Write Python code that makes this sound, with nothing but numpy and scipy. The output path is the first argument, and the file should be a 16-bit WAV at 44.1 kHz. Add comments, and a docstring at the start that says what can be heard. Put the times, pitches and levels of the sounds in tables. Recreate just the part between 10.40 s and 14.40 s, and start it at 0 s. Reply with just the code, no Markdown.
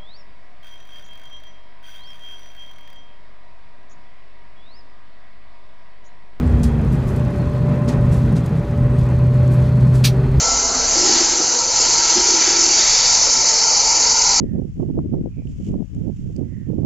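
"""A spinning wheel grinds metal in a machine shop: its grit rings the workpiece in a loud hiss,
and tones sing out as the wheel bites. Motors hum and the hall roars behind it.
Close by, the tray of a pneumatic heat press rolls out and back in on ball-bearing rails,
then air hisses from the cylinder as the platen comes down."""
import sys
import numpy as np
from scipy import signal
from scipy.fft import rfft, irfft
from scipy.io import wavfile
from scipy.ndimage import map_coordinates

SR = 44100
rng = np.random.default_rng(int(sys.argv[2]) if len(sys.argv) > 2 else 0)


def store_wav(level_fs):
    """Save 16-bit WAV to argv[1]."""
    pcm = np.round(np.clip(np.atleast_2d(level_fs), -1, 1) * 32767)
    wavfile.write(sys.argv[1], SR, pcm.T.astype(np.int16))


N = 176400
T = np.arange(N) / SR
FREQ_HZ = np.fft.rfftfreq(N, 1 / SR)
TURN_HZ, CUTOFF_HZ = 41.165, 7580


def from_db(db):
    """Decibels to gain."""
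    return 10 ** (np.asarray(db) / 20)


def unit_rms(x):
    """Scale to rms 1."""
    return x / np.sqrt(np.mean(x ** 2) + 1e-20)


def envelope(rows):
    """Gain over time from (time [s], level [dB]) rows."""
    return from_db(np.interp(T, *np.transpose(rows)))


def drift(rate_hz):
    """Random wander, mostly below rate_hz; rms 1."""
    steps = np.arange(-SR, N + SR, 50)
    hz = np.fft.rfftfreq(len(steps), 50 / SR)
    slow = irfft(rfft(rng.standard_normal(len(steps))) / (1 + (hz / rate_hz) ** 2), len(steps))
    return np.interp(T * SR, steps, unit_rms(slow))


def coloured(x, points):
    """Filter by (frequency [Hz], gain [dB]) points, steep beyond the ends; rms 1."""
    hz, db = np.transpose(points)
    f = FREQ_HZ + 1e-3
    skirts = np.minimum(1, np.minimum(f / hz[0], hz[-1] / f)) ** 6
    gain = from_db(np.interp(np.log(f), np.log(hz), db))
    return unit_rms(irfft(rfft(x) * skirts * gain, N))


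def patchy(x, centres_hz, depth_db, rate_hz):
    """Each band's level flickers separately; rms 1."""
    spectrum = rfft(x)
    bands = (irfft(spectrum * np.interp(FREQ_HZ, centres_hz, row), N) for row in np.eye(len(centres_hz)))
    return unit_rms(sum(band * from_db(depth_db * drift(rate_hz)) for band in bands))


def resonate(x, modes):
    """Parallel resonances from (frequency [Hz], width [Hz], rms level [dB]) rows."""
    out = 0
    for hz, width_hz, db in modes:
        band = signal.butter(2, [hz - width_hz / 2, hz + width_hz / 2], "band", fs=SR, output="sos")
        out = out + from_db(db) * unit_rms(signal.sosfilt(band, x))
    return out


def stroke(start_s, stop_s, attack_s, release_s):
    """Linear rise centred on start_s, exponential decay from stop_s."""
    rise = np.clip((T - start_s) / attack_s + .5, 0, 1)
    return rise * np.exp(-np.maximum(T - stop_s, 0) / release_s)


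def in_hall(x, t60_s=.5, wet_db=-.5):
    """Add the hall's diffuse tail; rms 1."""
    tail = rng.standard_normal(SR) * from_db(-60 * T[:SR] / t60_s)
    wet = signal.fftconvolve(x, tail / np.linalg.norm(tail))[:N]
    return unit_rms(x + from_db(wet_db) * wet)


def hall():
    """Far machines roar, one drones in a cluster of resonances; a low rumble underneath."""
    # spectra: (frequency [Hz], gain [dB])
    roar_colour = [(70, -20.5), (141, -10), (170, -18), (215, -18), (254, -7.5), (301, -10.5), (346, -9.5),
                   (399, -9.5), (452, -2.5), (560, -6.5), (624, -7.5), (680, -4), (760, -5), (900, -10),
                   (1080, -10), (1250, -8.5), (1340, -3.5), (1450, -8.5), (1640, -13.5), (2000, -12.5)]
    rumble_colour = [(12, -2), (25, 2.5), (48, -7.5), (65, -8), (110, -15), (200, -15)]
    # far machine's resonances: (frequency [Hz], width [Hz], relative level [dB])
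    drone_modes = [(815, 39, -3.5), (884.7, 23.7, -2), (938.5, 33.4, 0), (990, 32, -4)]
    # envelopes: (time [s], level [dB])
    roar_level = [(0, -29), (.35, -28.5), (1.1, -31), (2, -33), (3, -30.5), (4, -32.5)]
    drone_level = [(0, -30.5), (.5, -38), (.8, -31.5), (1.05, -35.5), (1.2, -33), (1.7, -29.5),
                   (2.05, -33.5), (2.3, -36), (2.7, -33.5), (3.2, -37), (3.5, -29.5), (3.9, -27)]
    rumble_level = [(0, -37), (.7, -37.5), (1.12, -51), (1.35, -38), (1.72, -44), (2.3, -41.5), (2.8, -38),
                    (3.1, -45.5), (4, -38)]
    roar = coloured(rng.standard_normal(N), roar_colour)
    roar = patchy(roar, np.geomspace(150, 1800, 22), depth_db=3, rate_hz=7.3)
    drone = unit_rms(resonate(rng.standard_normal(N), drone_modes))
    rumble = coloured(rng.standard_normal(N), rumble_colour)
    return envelope(roar_level) * roar + envelope(drone_level) * drone + envelope(rumble_level) * rumble


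def motors(waver_hz=1.98, waver_db=4):
    """Motor tones waver on their way through the hall; each swells or dips once."""
    # hum and whine: (frequency [Hz], level [dB], swell time [s], swell [dB], swell width [s])
    tones = [(50.4, -49.5, 0.27, 14, 0.34), (147.6, -59, 4, 7, .5), (251.6, -50, 0.24, 11.5, 0.8),
             (444, -51.5, 3.9, 16, 0.089), (456, -49, 0.18, 12.5, 0.31), (485, -51, 1.1, 14.5, 0.13),
             (513, -49, 2.4, -4, 0.34), (672.5, -53.5, 0.32, 18.5, 0.2), (816, -45, 3.2, 8, 0.1),
             (895, -49.5, 3.5, 18, 1), (932, -44.5, 1.7, 11, 0.33), (1334, -44.5, 0.091, 9.5, 0.75),
             (1397, -49, .7, -3, .4), (2075, -52.5, .1, 15, 0.29)]
    out = 0
    for hz, db, centre_s, peak_db, width_s in tones:
        swell_db = peak_db * np.exp(-.5 * ((T - centre_s) / width_s) ** 2)
        phase = 2 * np.pi * np.cumsum(hz + waver_hz * drift(10.04)) / SR
        out = out + from_db(db + swell_db + waver_db * drift(4.9)) * np.sin(phase)
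    return out


def tray(hits_per_s=3000, spread_db=2, rattle_db=3.2):
    """Bearing balls patter along the rails: the tray runs unevenly and booms, the rails hiss."""
    # tray moves: (start [s], stop [s], boom level [dB], hiss level [dB])
    slides = [(0.559, 0.786, -26.5, -31), (0.892, 0.94, -28, -29), (1.4, 1.713, -38, -33.5),
              (1.76, 2.117, -28.5, -30), (2.187, 2.38, -36.5, -31.5)]
    # tray resonances: (frequency [Hz], width [Hz], relative level [dB])
    tray_modes = [(260, 61, -3), (341, 45, 6.5), (388, 50, -4.5), (517, 120, -6.5), (754, 220, -3.5)]
    # rail spectrum: (frequency [Hz], gain [dB])
    rail_colour = [(300, -32.5), (700, -15), (1450, 7.5), (1800, 2), (2250, 4), (2800, 1.5), (3700, 2.5),
                   (5000, -23), (7500, -15)]
    sizes = from_db(spread_db * np.minimum(rng.exponential(1, N), 5)) * rng.choice([-1, 1], N)
    hits = in_hall(sizes * (rng.random(N) < hits_per_s / SR))
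    boom = unit_rms(resonate(hits, tray_modes) * from_db(rattle_db * drift(25)))
    hiss = coloured(hits, rail_colour)
    return sum(from_db(boom_db) * stroke(start_s, stop_s, attack_s=.022, release_s=.098) * boom
               + from_db(hiss_db) * stroke(start_s, stop_s, attack_s=.6, release_s=.1) * hiss
               for start_s, stop_s, boom_db, hiss_db in slides)


def air():
    """Air leaves the cylinder as the platen comes down."""
    # exhaust spectrum: (frequency [Hz], gain [dB])
    air_colour = [(600, -11), (1500, -0.5), (2200, 5.5), (3000, -4), (3700, 9.5), (4500, -8), (7500, -23)]
    flow = stroke(start_s=2.37, stop_s=2.57, attack_s=.049, release_s=.28)
    return from_db(-27.5) * flow * coloured(rng.standard_normal(N), air_colour)


def grit(turns, wear_per_turn=.09, repeat_share=.22):
    """The wheel's rough face comes round every turn, slowly wearing, mixed with fresh grains."""
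    turn_samples = int(SR / TURN_HZ)
    roughness = rng.standard_normal((2 * int(N / turn_samples), turn_samples))
    face = signal.lfilter([1], [1, -(1 - wear_per_turn)], roughness, axis=0).ravel()
    repeating = unit_rms(map_coordinates(face[-N - SR:], [turns * turn_samples], order=3))
    return np.sqrt(repeat_share) * repeating + np.sqrt(1 - repeat_share) * rng.standard_normal(N)


def grinding_hiss(turns):
    """Grit rings the workpiece; the lower hiss swings more with grinding strength."""
    # workpiece ring: (frequency [Hz], gain [dB])
    ring_colour = [(1700, -32.5), (2000, -18.5), (2300, -18), (2600, -20), (2900, -17), (3500, -24),
                   (3800, -15.5), (4250, -6), (4600, -4.5), (4950, -6), (5300, -2.5), (5700, -6.5),
                   (5900, 0.5), (6100, 1.5), (6500, -1), (6750, -2.5), (6980, 1), (7200, -7.5), (7560, -6)]
    # grinding strength: (time [s], relative level [dB])
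    grind_level = [(0, -14), (.15, -15), (.32, -17.5), (.52, -15), (.72, -12), (.9, -14.5), (1.29, -16),
                   (1.37, -13), (1.9, -14), (2.15, -14.5), (2.4, -13), (2.72, -13), (2.9, -14.8),
                   (3.22, -14.5), (3.6, -14.5), (4, -13)]
    hiss = coloured(grit(turns), ring_colour)
    hiss = patchy(hiss, np.linspace(2000, CUTOFF_HZ, 16), depth_db=1.62, rate_hz=19)
    lower = irfft(rfft(hiss) * (FREQ_HZ < 5600), N)
    strength = envelope(grind_level)
    extra_swing = (strength / from_db(-15.5)) ** .3
    return from_db(-1.49) * strength * (hiss - lower + lower * extra_swing)


def grinder(speed_spread=.000512, waver_db=4, throb_db=.37, flutter_db=.38):
    """The wheel hisses in unsteady contact; as it bites, resonances sharpen and harmonics sing."""
    # singing harmonics: (multiple of the turning rate, level [dB])
    harmonics = [(49, -47.5), (50, -47), (55, -48), (58, -51), (59, -51), (112, -29.5), (113, -33.5),
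                 (116, -43.5), (125, -44), (130, -36.5), (131, -32), (142, -31), (145, -31.5), (146, -31.5),
                 (147, -32.5), (148, -36.5), (163, -39), (170, -48), (172, -38)]
    # resonances under bite: (frequency [Hz], width [Hz], level [dB])
    bite_modes = [(2286, 180, -38.5), (4634, 99, -28.5), (5354, 140, -26.5), (6095, 270, -27.5),
                  (6760, 180, -29)]
    turns = np.cumsum(TURN_HZ * (1 + speed_spread * drift(2.17))) / SR
    hiss = grinding_hiss(turns)
    singing = sum(from_db(db + waver_db * drift(4)) * np.sin(2 * np.pi * (k * turns + rng.random()))
                  for k, db in harmonics)
    bite = np.interp(T, [.95, 2.08], [0, 1])
    contact = from_db(throb_db * np.sin(2 * np.pi * turns) + flutter_db * drift(40))
    ringing = resonate(grit(turns), bite_modes)
    return contact * (hiss + bite * (ringing + singing))


def scene():
    """All sources, the same in both channels."""
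    return np.tile(grinder() + motors() + hall() + tray() + air(), (2, 1))


def record(dry):
    """Steep low-pass."""
    return signal.sosfilt(signal.ellip(18, .1, 90, CUTOFF_HZ, fs=SR, output="sos"), dry)


dry = scene()
out = record(dry)
store_wav(out)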